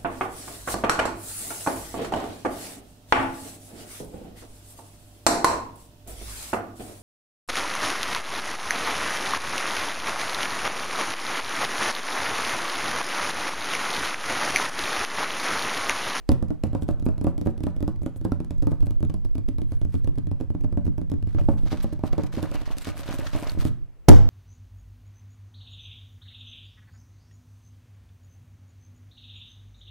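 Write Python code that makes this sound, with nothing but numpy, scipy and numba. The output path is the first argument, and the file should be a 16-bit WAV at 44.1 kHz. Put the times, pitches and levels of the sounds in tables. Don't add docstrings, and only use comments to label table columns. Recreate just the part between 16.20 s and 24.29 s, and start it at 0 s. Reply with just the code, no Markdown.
import sys
import numpy as np
from scipy import signal
from scipy.fft import rfft, irfft, next_fast_len
from scipy.io import wavfile
from scipy.ndimage import uniform_filter1d, map_coordinates
from numba import njit

SR = 44100
rng = np.random.default_rng(int(sys.argv[2]) if len(sys.argv) > 2 else 0)


def wav_record(signal):
    frames = np.transpose(np.atleast_2d(signal))
    bounded = np.clip(frames, -1, 1)
    quanta = np.round(bounded * 32767).astype(np.int16)
    wavfile.write(sys.argv[1], SR, quanta)


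N = 356769


def amp(db):
    return 10 ** (np.asarray(db) / 20)


def unit(x):
    return x / np.sqrt(np.mean(x ** 2) + 1e-20)


def along(points, hz):
    f, v = np.transpose(points)
    return np.interp(np.log(hz + 1), np.log(f + 1), v)


def curves(rows):
    s, *columns = np.transpose(rows)
    t = np.arange(N) / SR
    gate = np.clip(np.minimum(t - s[0], s[-1] - t) / 0.031, 0, 1)
    return [np.interp(t, s, c) for c in columns] + [gate]


def wobble(rate):
    knots = rng.standard_normal(int(N * rate / SR) + 4)
    return map_coordinates(knots, [np.arange(N) * rate / SR])


def filtered(x, response):
    m = next_fast_len(N + SR // 4)
    x = np.concatenate([x, x[..., :-SR // 8:-1]], axis=-1)
    return irfft(rfft(x, m) * response(np.fft.rfftfreq(m, 1 / SR)), m)[..., :N]


@njit
def add_decaying_sines(out, at, hz, gain, t60, rate):
    for k in range(len(hz)):
        step = np.exp((2j * np.pi * hz[k] - np.log(1000) / t60[k]) / rate)
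        phasor = gain[k] + 0j
        for i in range(at, min(len(out), at + int(t60[k] * rate))):
            out[i] += phasor.imag
            phasor *= step


# f/Hz, correlation coefficient
LIKENESS = [(60, -0.89), (130, 0.58), (290, 0.87), (640, 0.68), (1410, 0.59), (3100, 0.52), (6820, 0.34),
            (15000, -0.45)]


def spread(pair, spectrum):
    def turn(hz):
        return np.arccos(np.clip(along(LIKENESS, hz), -1, 1)) / 2

    def response(hz):
        return amp(along(spectrum, hz)) * [np.cos(turn(hz)), np.sin(turn(hz))]

    mid, side = filtered(pair, response)
    return np.array([mid + side, mid - side])


# f/Hz, relative level/dB (per Hz)
BACKGROUND_SPECTRUM = [(15, -2), (30, 15), (50, 14.5), (80, -11), (420, -18), (700, -23.5), (1400, -30),
                       (2100, -32.5), (2900, -34.5), (3500, -39.5), (9000, -44.5), (14000, -44),
                       (17000, -62)]
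BACKGROUND_DB = -46.5


def background():
    noise = spread(rng.standard_normal((2, N)), BACKGROUND_SPECTRUM)
    return amp(BACKGROUND_DB) * unit(noise)


# t/s, relative level/dB
ROCKING = [(.06, -27), (.19, -20), (.32, -32), (1.25, -27), (1.9, -33), (2.55, -23.5), (3.6, -25.5),
           (4.75, -27), (5.0, -31), (5.15, -17), (5.5, -24.5), (6.15, -33), (6.35, -24.5), (6.65, -35),
           (7.3, -26.5), (7.47, -22.5), (7.73, -38)]


def rocking():
    db, gate = curves(ROCKING)
    phase = 2 * np.pi * np.cumsum(26.0 + 2.14 * wobble(5.1)) / SR
    sway = gate * amp(db + 1.0 + 5.5 * wobble(48)) * np.sin(phase)
    t = np.maximum(np.arange(N) / SR - 7.903, 0)
    swing = -.85 * amp(-60 * t / 0.88) * np.sin(2 * np.pi * 25 * t)
    return (sway + swing) * [[.85], [-1.15]]


# t/s, then relative level/dB of knock, crack, body
BUCKLES = [(0.0914, -16, -30.5, -14.5), (0.1185, -22.5, -29, -17.5), (.226, -27, -43.5, -21.5),
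           (.2849, -52, -52, -55), (.3053, -28, -48, -22.5), (0.4377, -20.5, -32.5, -20.5),
           (0.4713, -41, -53, -38), (0.5313, -31, -49, -29), (0.5503, -21, -42.5, -21.5),
           (0.623, -35.5, -43.5, -24.5), (0.683, -44, -50, -43), (0.6887, -19, -39.5, -18),
           (.7104, -46, -49, -25.5), (.7982, -50, -46.5, -39), (0.825, -47, -49, -29.5),
           (0.8554, -40, -58, -50), (.864, -25, -42, -15), (0.8876, -24.5, -48, -24),
           (0.9805, -41, -47, -32), (1.013, -33, -44, -23.5), (1.0454, -24.5, -46, -19.5),
           (1.0687, -19.5, -42.5, -18), (1.1802, -38, -41.5, -27.5), (1.2138, -35.5, -41.5, -23.5),
           (1.2608, -29, -51, -18.5), (1.2712, -20, -44, -17.5), (1.3791, -52, -47, -35.5),
           (1.406, -40, -48.5, -26.5), (1.4381, -36, -41, -22), (1.4686, -22, -43, -21),
           (1.5649, -44, -46.5, -32), (1.6063, -36, -47, -27), (1.6277, -29, -41.5, -19),
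           (1.6788, -25.5, -38.5, -21), (1.7612, -52, -54, -47), (1.8186, -41, -55, -34),
           (1.8336, -48, -51, -32), (1.8624, -27, -37.5, -21.5), (1.9613, -44, -52, -42.5),
           (2.0136, -48, -50, -32.5), (2.051, -22.5, -50, -18.5), (2.1199, -23.5, -41, -18.5),
           (2.2035, -34, -45.5, -24), (2.2475, -46, -47.5, -39), (2.3081, -31.5, -40.5, -27.5),
           (2.382, -54, -54, -55), (2.424, -32, -43, -25.5), (2.431, -31.5, -47, -25),
           (2.471, -26, -41, -19), (2.518, -25, -46, -30), (2.6074, -40, -47, -41),
           (2.6298, -40, -49, -26.5), (2.6696, -34, -47, -31), (2.7088, -33.5, -42, -32),
           (2.8056, -46, -52, -29), (2.829, -30, -41, -22), (2.8506, -60, -47, -33),
           (2.8979, -37, -54, -30.5), (2.9416, -36, -42, -27.5), (3.05, -39, -46, -29.5),
           (3.1541, -37.5, -44.5, -30), (3.1818, -38, -44, -27.5), (3.283, -53, -53, -31),
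           (3.288, -37.5, -41, -24), (3.3847, -33.5, -44, -31), (3.4181, -43, -44, -29),
           (3.521, -33.5, -44, -31.5), (3.6156, -37, -45.5, -29), (3.6505, -42, -46.5, -27.5),
           (3.7426, -33, -44.5, -26.5), (3.754, -57, -47, -28), (3.8455, -37, -45, -35),
           (3.8749, -32.5, -44, -27), (3.9575, -50, -54, -75), (3.977, -67, -55, -28),
           (3.9845, -38, -45, -26.5), (4.071, -47, -47.5, -30), (4.1148, -35, -48, -25.5),
           (4.2025, -33, -50, -44), (4.2105, -31.5, -47, -26.5), (4.3036, -44, -50.5, -25),
           (4.3495, -39, -56, -25), (4.4105, -46, -51, -42), (4.4378, -40, -52, -34),
           (4.4452, -34, -47, -24.5), (4.526, -35.5, -52.5, -28.5), (4.5735, -27.5, -50, -18),
           (4.6537, -43, -47, -36), (4.6666, -53, -46, -28), (4.6781, -39, -50, -24.5),
           (4.781, -36.5, -45, -27.5), (4.8155, -41, -50.5, -29), (4.8996, -46, -44, -40),
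           (4.9172, -32.5, -42.5, -24.5), (4.939, -65, -54, -25), (5.0269, -47, -47.5, -36),
           (5.073, -71, -54, -31), (5.1482, -45, -52, -25.5), (5.1843, -28.5, -64, -49),
           (5.214, -51, -52, -25), (5.2869, -16, -57, -14.5), (5.3386, -38, -71, -26.5),
           (5.4338, -63, -68, -27.5), (5.4624, -34, -67, -36), (5.519, -24.5, -44, -40),
           (5.529, -25, -49, -21.5), (5.542, -38, -60, -33), (5.6438, -25.5, -41, -21.5),
           (5.727, -31, -60, -26), (5.7933, -34.5, -51, -42), (5.8372, -19, -51, -18),
           (5.932, -23.5, -51, -30), (5.9811, -20.5, -42, -26.5), (5.9953, -24, -60, -27),
           (6.0362, -28, -40.5, -28.5), (6.1391, -36, -40, -36.5), (6.173, -26, -58, -25.5),
           (6.181, -25.5, -52, -26.5), (6.229, -23, -32.5, -22.5), (6.3161, -29.5, -39.5, -37),
           (6.3476, -27, -46, -31), (6.4166, -37, -43, -38), (6.4772, -33, -49, -42),
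           (6.5046, -30, -64, -41), (6.5694, -40, -42, -38), (6.5845, -60, -30, -57),
           (6.6477, -49, -35, -53), (6.6711, -26.5, -57, -34), (6.6824, -31, -51, -31),
           (6.7556, -38.5, -61, -49), (6.779, -60, -37, -47), (6.7949, -33.5, -40, -41),
           (6.8589, -41, -50, -44), (6.8783, -42, -51, -52), (6.889, -23.5, -42, -37),
           (6.9076, -30.5, -45, -33), (6.9393, -41, -40, -36), (6.9912, -26, -43, -29.5),
           (7.023, -31.5, -50, -52), (7.0637, -45, -53, -38), (7.1327, -32.5, -63, -40),
           (7.1502, -23, -51, -32.5), (7.1629, -30, -37, -32), (7.1892, -54, -45, -40),
           (7.226, -23.5, -39, -36.5), (7.268, -29, -50, -42), (7.319, -54, -38, -37),
           (7.349, -37, -58, -38), (7.3742, -32.5, -69, -27), (7.4227, -30.5, -46, -40),
           (7.452, -28.5, -33, -16.5), (7.4664, -35, -50, -38)]
# t/s, then relative level/dB of knock, crack, boom, body, sideways ring
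BURST = [(7.8851, 1, -18, -33, -35, -4), (7.8875, -23, -10.5, -21, -0.5, -34),
         (7.8919, -4.5, -9, -1, -36, -5), (7.897, -25, -34, -4.5, -6, -3), (7.909, -13, -29, -9, -9.5, -29),
         (7.926, -12, -33, -21, -36, -20)]
# t/s, relative level/dB
BOOM = [(.09, -16), (.3, -29.5), (.45, -20), (1, -28.5), (2.3, -25), (2.6, -21.5), (3, -26.5), (3.5, -20.5),
        (4.8, -23), (5.1, -19), (5.45, -24.5), (5.55, -34), (5.85, -25), (6.3, -32.5), (6.55, -34),
        (7.3, -30.5), (7.45, -20.5)]
AVERAGE_BODY_DB, AVERAGE_SIDE_DB = -26, -30
BOOM_FOLLOWS, SIDE_FOLLOWS = 0.27, 0.84


def blows():
    s, knock_db, crack_db, body_db = np.transpose(BUCKLES)
    above_average = body_db - AVERAGE_BODY_DB
    boom_db = np.interp(s, *np.transpose(BOOM)) + BOOM_FOLLOWS * above_average
    side_db = AVERAGE_SIDE_DB + SIDE_FOLLOWS * above_average
    return list(zip(s, knock_db, crack_db, boom_db, body_db, side_db)) + BURST


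def ring(modes, strength, scatter_db, detune):
    hz, db, t60 = np.transpose(modes)
    luck = rng.standard_normal((2, len(modes)))
    gain = amp(db + along(strength, hz) + scatter_db * luck[0])
    return hz * (1 + detune * luck[1]), gain, np.abs(t60)


# nominal f/Hz, relative level/dB, t60/s
CENTRE_MODES = [(54.3, -36, 0.58), (89.2, -7, 0.36), (93.3, -3.5, 0.25), (130, -11.5, 0.53),
                (169.1, -9.5, 0.38), (237.8, 0, 0.099), (302.8, -0.5, 0.091), (443, -15.5, 0.16),
                (561.4, -3, 0.091), (723.4, -15, 0.12), (940, -49, 0.055), (1130, -26, 0.12),
                (1329, -56, 0.11), (1650, -61, 0.035)]
# nominal f/Hz, relative level/dB, t60/s
ACROSS_MODES = [(52.7, -41, 0.33), (88, -4.5, 0.33), (166.4, -2.5, 0.16), (289.4, -3.5, 0.13),
                (302.4, 0, 0.15)]
# f/Hz, relative level/dB (per Hz)
CRACK_SPECTRUM = [(1200, -5.5), (2200, 1.5), (3300, 0.5), (5000, -2), (8000, -5.5), (11000, -5),
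                  (15000, -15.5), (17000, -30)]
# f/Hz, relative level/dB (per Hz)
CRUNCH_SPECTRUM = [(200, -43), (400, -7.5), (600, 4), (1000, -1), (1500, -14), (2000, -22), (4000, -50)]


def buckles(events, count=3):
    t = np.arange(2400) / SR
    centre, across = np.zeros((2, count, N + SR))
    crunch, crack = np.zeros((2, count, 2, N + SR))
    suck = -np.exp(-((t - .0017) / np.where(t < .0017, .0008, .00045)) ** 2)
    push = np.exp(-((t - .0032) / 0.0015) ** 2)
    snap = np.exp(-((t - .001) / 0.0011) ** 2) + 0.17 * amp(-60 * t / 0.087)
    rattle = amp(-60 * t / 0.086) * (1 - np.exp(-t / 0.00074))
    for k, (s, knock_db, crack_db, boom_db, body_db, side_db) in enumerate(events):
        group, at = k % count, round(s * SR) - 50
        span = slice(at, at + len(t))
        centre[group, span] += amp(knock_db + 3.0) * suck + amp(body_db - 3.0) * push
        strength = [(95, boom_db - 3.5), (270, body_db - 3), (700, knock_db - 7.5)]
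        modes = ring(CENTRE_MODES, strength, scatter_db=2.5, detune=0.0611)
        add_decaying_sines(centre[group], at + 90, *modes, SR)
        modes = ring(ACROSS_MODES, [(300, side_db - 4.5)], scatter_db=5.5, detune=0.034)
        add_decaying_sines(across[group], at + 300, *modes, SR)
        crack[group, :, span] += amp(crack_db) * snap * rng.standard_normal((2, len(t)))
        fold_hz, fold_gain = 3500 * 3 ** rng.random(2), amp(crack_db - 9.5) * np.ones(2)
        add_decaying_sines(crack[group, 0], at + 30, fold_hz, fold_gain, np.full(2, .004), SR)
        crunch[group, :, span] += amp(knock_db) * rattle * rng.standard_normal((2, len(t)))
    noisy = filtered(crack[..., :N], lambda hz: amp(along(CRACK_SPECTRUM, hz)))
    noisy += filtered(crunch[..., :N], lambda hz: amp(along(CRUNCH_SPECTRUM, hz) + 0.5))
    mid, side = noisy[:, 0], 0.5 * noisy[:, 1] + across[:, :N]
    left = mid + side + amp(-2.5) * np.roll(centre, 1, axis=1)[:, :N]
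    right = mid - side + amp(0.5) * centre[:, :N]
    return np.stack([left, right], axis=1)


# f/Hz, t60/s
DECAY = [(60, 0.49), (300, 0.39), (1000, 0.5), (4000, 0.4), (12000, 0.29)]
# f/Hz, relative level/dB
ECHO_SPECTRUM = [(60, -14.5), (300, -8), (700, -11), (1500, -4.5), (4000, -9), (12000, -9.5)]


def space(groups):
    out = np.zeros((2, N))
    for x in groups.mean(axis=1):
        hz, t, z = signal.stft(rng.standard_normal((2, SR // 2)), SR, nperseg=256)
        decay = amp(-60 * t / along(DECAY, hz)[:, None])
        tail = signal.istft(z * decay, SR, nperseg=256)[1]
        tail /= np.sqrt(along(DECAY, 990) * SR / (2 * np.log(1000)))
        delayed = np.pad(x, (200, 0))[None]
        out += signal.oaconvolve(delayed, tail, axes=1)[:, :N]
    return spread(out, ECHO_SPECTRUM)


# t/s, f/Hz, level/dB, t60/s
PINGS = [(0.0914, 4800, -21, 0.0057), (1.07, 1180, -44, 0.076), (2.121, 1334, -33.5, 0.035),
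         (5.185, 1300, -37, 0.039), (5.288, 835, -25.5, 0.019), (7.296, 4400, -25.5, 0.011)]


def pings():
    out = np.zeros(N)
    for s, *mode in PINGS:
        hz, db, t60 = np.array(mode)[:, None]
        add_decaying_sines(out, round(s * SR), hz, amp(db), t60, SR)
    return out


# t/s, then relative level/dB of scrape, fizz
RUSTLE_BED = [(5.05, -58, -68), (5.36, -61.5, -58), (5.57, -47, -58), (5.75, -58, -79), (6.08, -86, -91),
              (6.21, -46.5, -55), (6.7, -55.5, -67), (6.92, -47.5, -55), (7.3, -41.5, -48.5),
              (7.47, -85, -74)]
# t/s, length/ms, then relative level/dB of scrape, fizz
SCUFFS = [(.629, 25, -64, -57), (.712, 13, -67, -58), (.857, 5, -63, -46), (1.042, 5.5, -58, -47),
          (1.257, 7.2, -58, -52), (1.437, 6.7, -53, -48), (1.83, 14, -73, -55.5), (1.972, 16, -75, -56),
          (2.05, 6, -52.5, -49), (2.121, 3.8, -46, -63), (2.517, 10, -57, -54), (2.665, 14, -60, -52),
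          (2.9, 4.8, -47, -49.5), (3.056, 11, -55.5, -55), (3.535, 61, -65, -65), (3.75, 81, -65, -63.5),
          (5.188, 10, -51, -74), (5.387, 20, -56.5, -72), (5.15, 15, -65, -71), (5.475, 27, -51, -62),
          (5.524, 31, -43.5, -52), (5.577, 11, -46.5, -54), (5.608, 8.9, -47, -59), (5.632, 11, -48, -42),
          (5.732, 9.6, -52, -51), (5.869, 33, -52, -55.5), (5.932, 11, -46.5, -53.5),
          (5.983, 8.4, -46.5, -65), (6.016, 13, -53, -74), (6.039, 10, -49, -52), (6.068, 9.3, -51, -53),
          (6.13, 11, -50.5, -54), (6.168, 53, -49.5, -55.5), (6.234, 20, -49.5, -49),
          (6.35, 20, -46.5, -50), (6.416, 9.2, -52, -59), (6.467, 19, -51, -60), (6.52, 21, -50, -55),
          (6.577, 15, -52.5, -51), (6.622, 23, -49, -47), (6.653, 17, -46, -55), (6.688, 42, -45.5, -49),
          (6.793, 47, -49.5, -49), (6.837, 11, -45, -58), (6.866, 11, -47, -48), (6.896, 64, -48.5, -58),
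          (6.95, 23, -49.5, -47), (6.994, 18, -45.5, -45), (7.071, 13, -39.5, -50), (7.15, 33, -46, -59),
          (7.21, 65, -57, -50.5), (7.272, 8.5, -42, -65), (7.304, 13, -44, -45), (7.411, 33, -45.5, -47),
          (7.465, 41, -49, -48)]
# f/Hz, relative level/dB (per Hz)
SCRAPE_SPECTRUM = [(500, -1), (1200, 5), (2200, 0), (4300, -1.5), (7000, -8), (10000, -83)]
# f/Hz, relative level/dB (per Hz)
FIZZ_SPECTRUM = [(3000, -50), (6000, -11.5), (8000, 2.5), (11000, -1), (14000, 0), (16500, -23.5)]
TRAIL_S, TRAIL_MS, TRAIL_SCRAPE_DB, TRAIL_FIZZ_DB = 0.019, 46, -46.5, -45.5


def rustle():
    scrape_db, fizz_db, gate = curves(RUSTLE_BED)
    power = (gate * amp([scrape_db - 10.0, fizz_db - 6.0])) ** 2
    trails = [(s + TRAIL_S, TRAIL_MS, db + TRAIL_SCRAPE_DB, db + TRAIL_FIZZ_DB) for s, db, *_ in BUCKLES]
    for s, length, *db in SCUFFS + trails:
        span = np.arange(round(s * SR) - 2500, round(s * SR) + 2500)
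        swell = np.exp(-np.abs((span / SR - s) * 2000 / length) ** 3)
        power[:, span] += amp(db)[:, None] ** 2 * swell
    clumps_db = 1.28 * wobble(60) + 1.1 * wobble(250)
    snaps = (rng.random(N) < 700 / SR) * amp(np.minimum(3 * rng.exponential(size=N), 9))
    snappy = 1 + 25 * uniform_filter1d(snaps, size=30)
    grain = amp(clumps_db) * rng.standard_normal((2, N)) * snappy
    scrape_level, fizz_level = np.sqrt(power)
    scrape = amp(2.5) * scrape_level * unit(spread(grain, SCRAPE_SPECTRUM))
    fizz = amp(-2.5) * fizz_level * unit(spread(grain[::-1], FIZZ_SPECTRUM))
    return scrape + fizz


# t/s, mean f/Hz, relative level/dB
SQUEAK = [(3.42, 10300, -78), (3.46, 10400, -83), (3.5, 11050, -79), (3.56, 10900, -82), (3.63, 10900, -83),
          (3.67, 10900, -82), (3.74, 10600, -92), (3.8, 10700, -84)]


def squeak():
    hz, db, gate = curves(SQUEAK)
    cycles = np.cumsum(hz + 220 * wobble(500)) / SR
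    return gate * amp(db + 5 + 3.3 * wobble(86)) * np.sin(2 * np.pi * cycles)


# t/s, relative level/dB
GRIND = [(5.08, 29), (5.3, -33), (6.0, -16.5), (6.35, -2), (6.9, -6.5), (7.25, -2), (7.52, -25)]
# f/Hz, relative level/dB (per Hz)
GRIT_SPECTRUM = [(350, -21), (600, 16.5), (1100, -7), (1800, -47), (2600, -22)]
GRIND_RISE_S, GRIND_T60_S = 0.0083, 0.2
BUBBLE_DB = -8.5


def grind():
    db, gate = curves(GRIND)
    knock_power, t = np.zeros(N), np.arange(SR // 2) / SR
    for s, knock_db, *_ in BUCKLES:
        knock_power[round(s * SR)] = amp(knock_db) ** 2
    shake = (1 - np.exp(-t / GRIND_RISE_S)) * amp(-60 * t / GRIND_T60_S)
    level = np.sqrt(np.abs(signal.oaconvolve(knock_power, shake ** 2)[:N]))
    grains = (rng.random(N) < 400 / SR) * amp(np.minimum(4 * rng.exponential(size=N), 12))
    lumps = amp(3.6 * wobble(35)) * (1 + 60 * uniform_filter1d(grains, size=70))
    grit = unit(spread(lumps * rng.standard_normal((2, N)), GRIT_SPECTRUM))
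    return gate * level * amp(db - 8) * (grit + amp(BUBBLE_DB) * bubbles())


BUBBLES_PER_S, BUBBLES_LAST_S = 400, 2.5
BUBBLE_HZ, BUBBLE_SPREAD, BUBBLE_T60_CYCLES = 1637, 0.39, 16.6


def bubbles():
    out = np.zeros(N)
    for when, pitch, size in rng.random((int(BUBBLES_PER_S * BUBBLES_LAST_S), 3)):
        hz = BUBBLE_HZ * np.exp(BUBBLE_SPREAD * np.sqrt(12) * (np.array([pitch]) - .5))
        at = int((GRIND[0][0] + BUBBLES_LAST_S * when) * SR)
        add_decaying_sines(out, at, hz, amp([12 * size]), BUBBLE_T60_CYCLES / hz, SR)
    return unit(out)


def scene():
    groups = buckles(blows())
    groups[0] += rustle() + grind()
    direct = groups.sum(axis=0)
    return background() + rocking() + direct + space(groups) + pings() + squeak()


BAND_LIMIT_HZ = 16450


def record(dry):
    clipped = dry / (1 + np.abs(dry / .96) ** 8) ** (1 / 8)
    limited = filtered(clipped, lambda hz: (hz < BAND_LIMIT_HZ) * 1j * hz / (1j * hz + 3))
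    return np.clip(limited, -1, 1)


dry = scene()
out = record(dry)
wav_record(out)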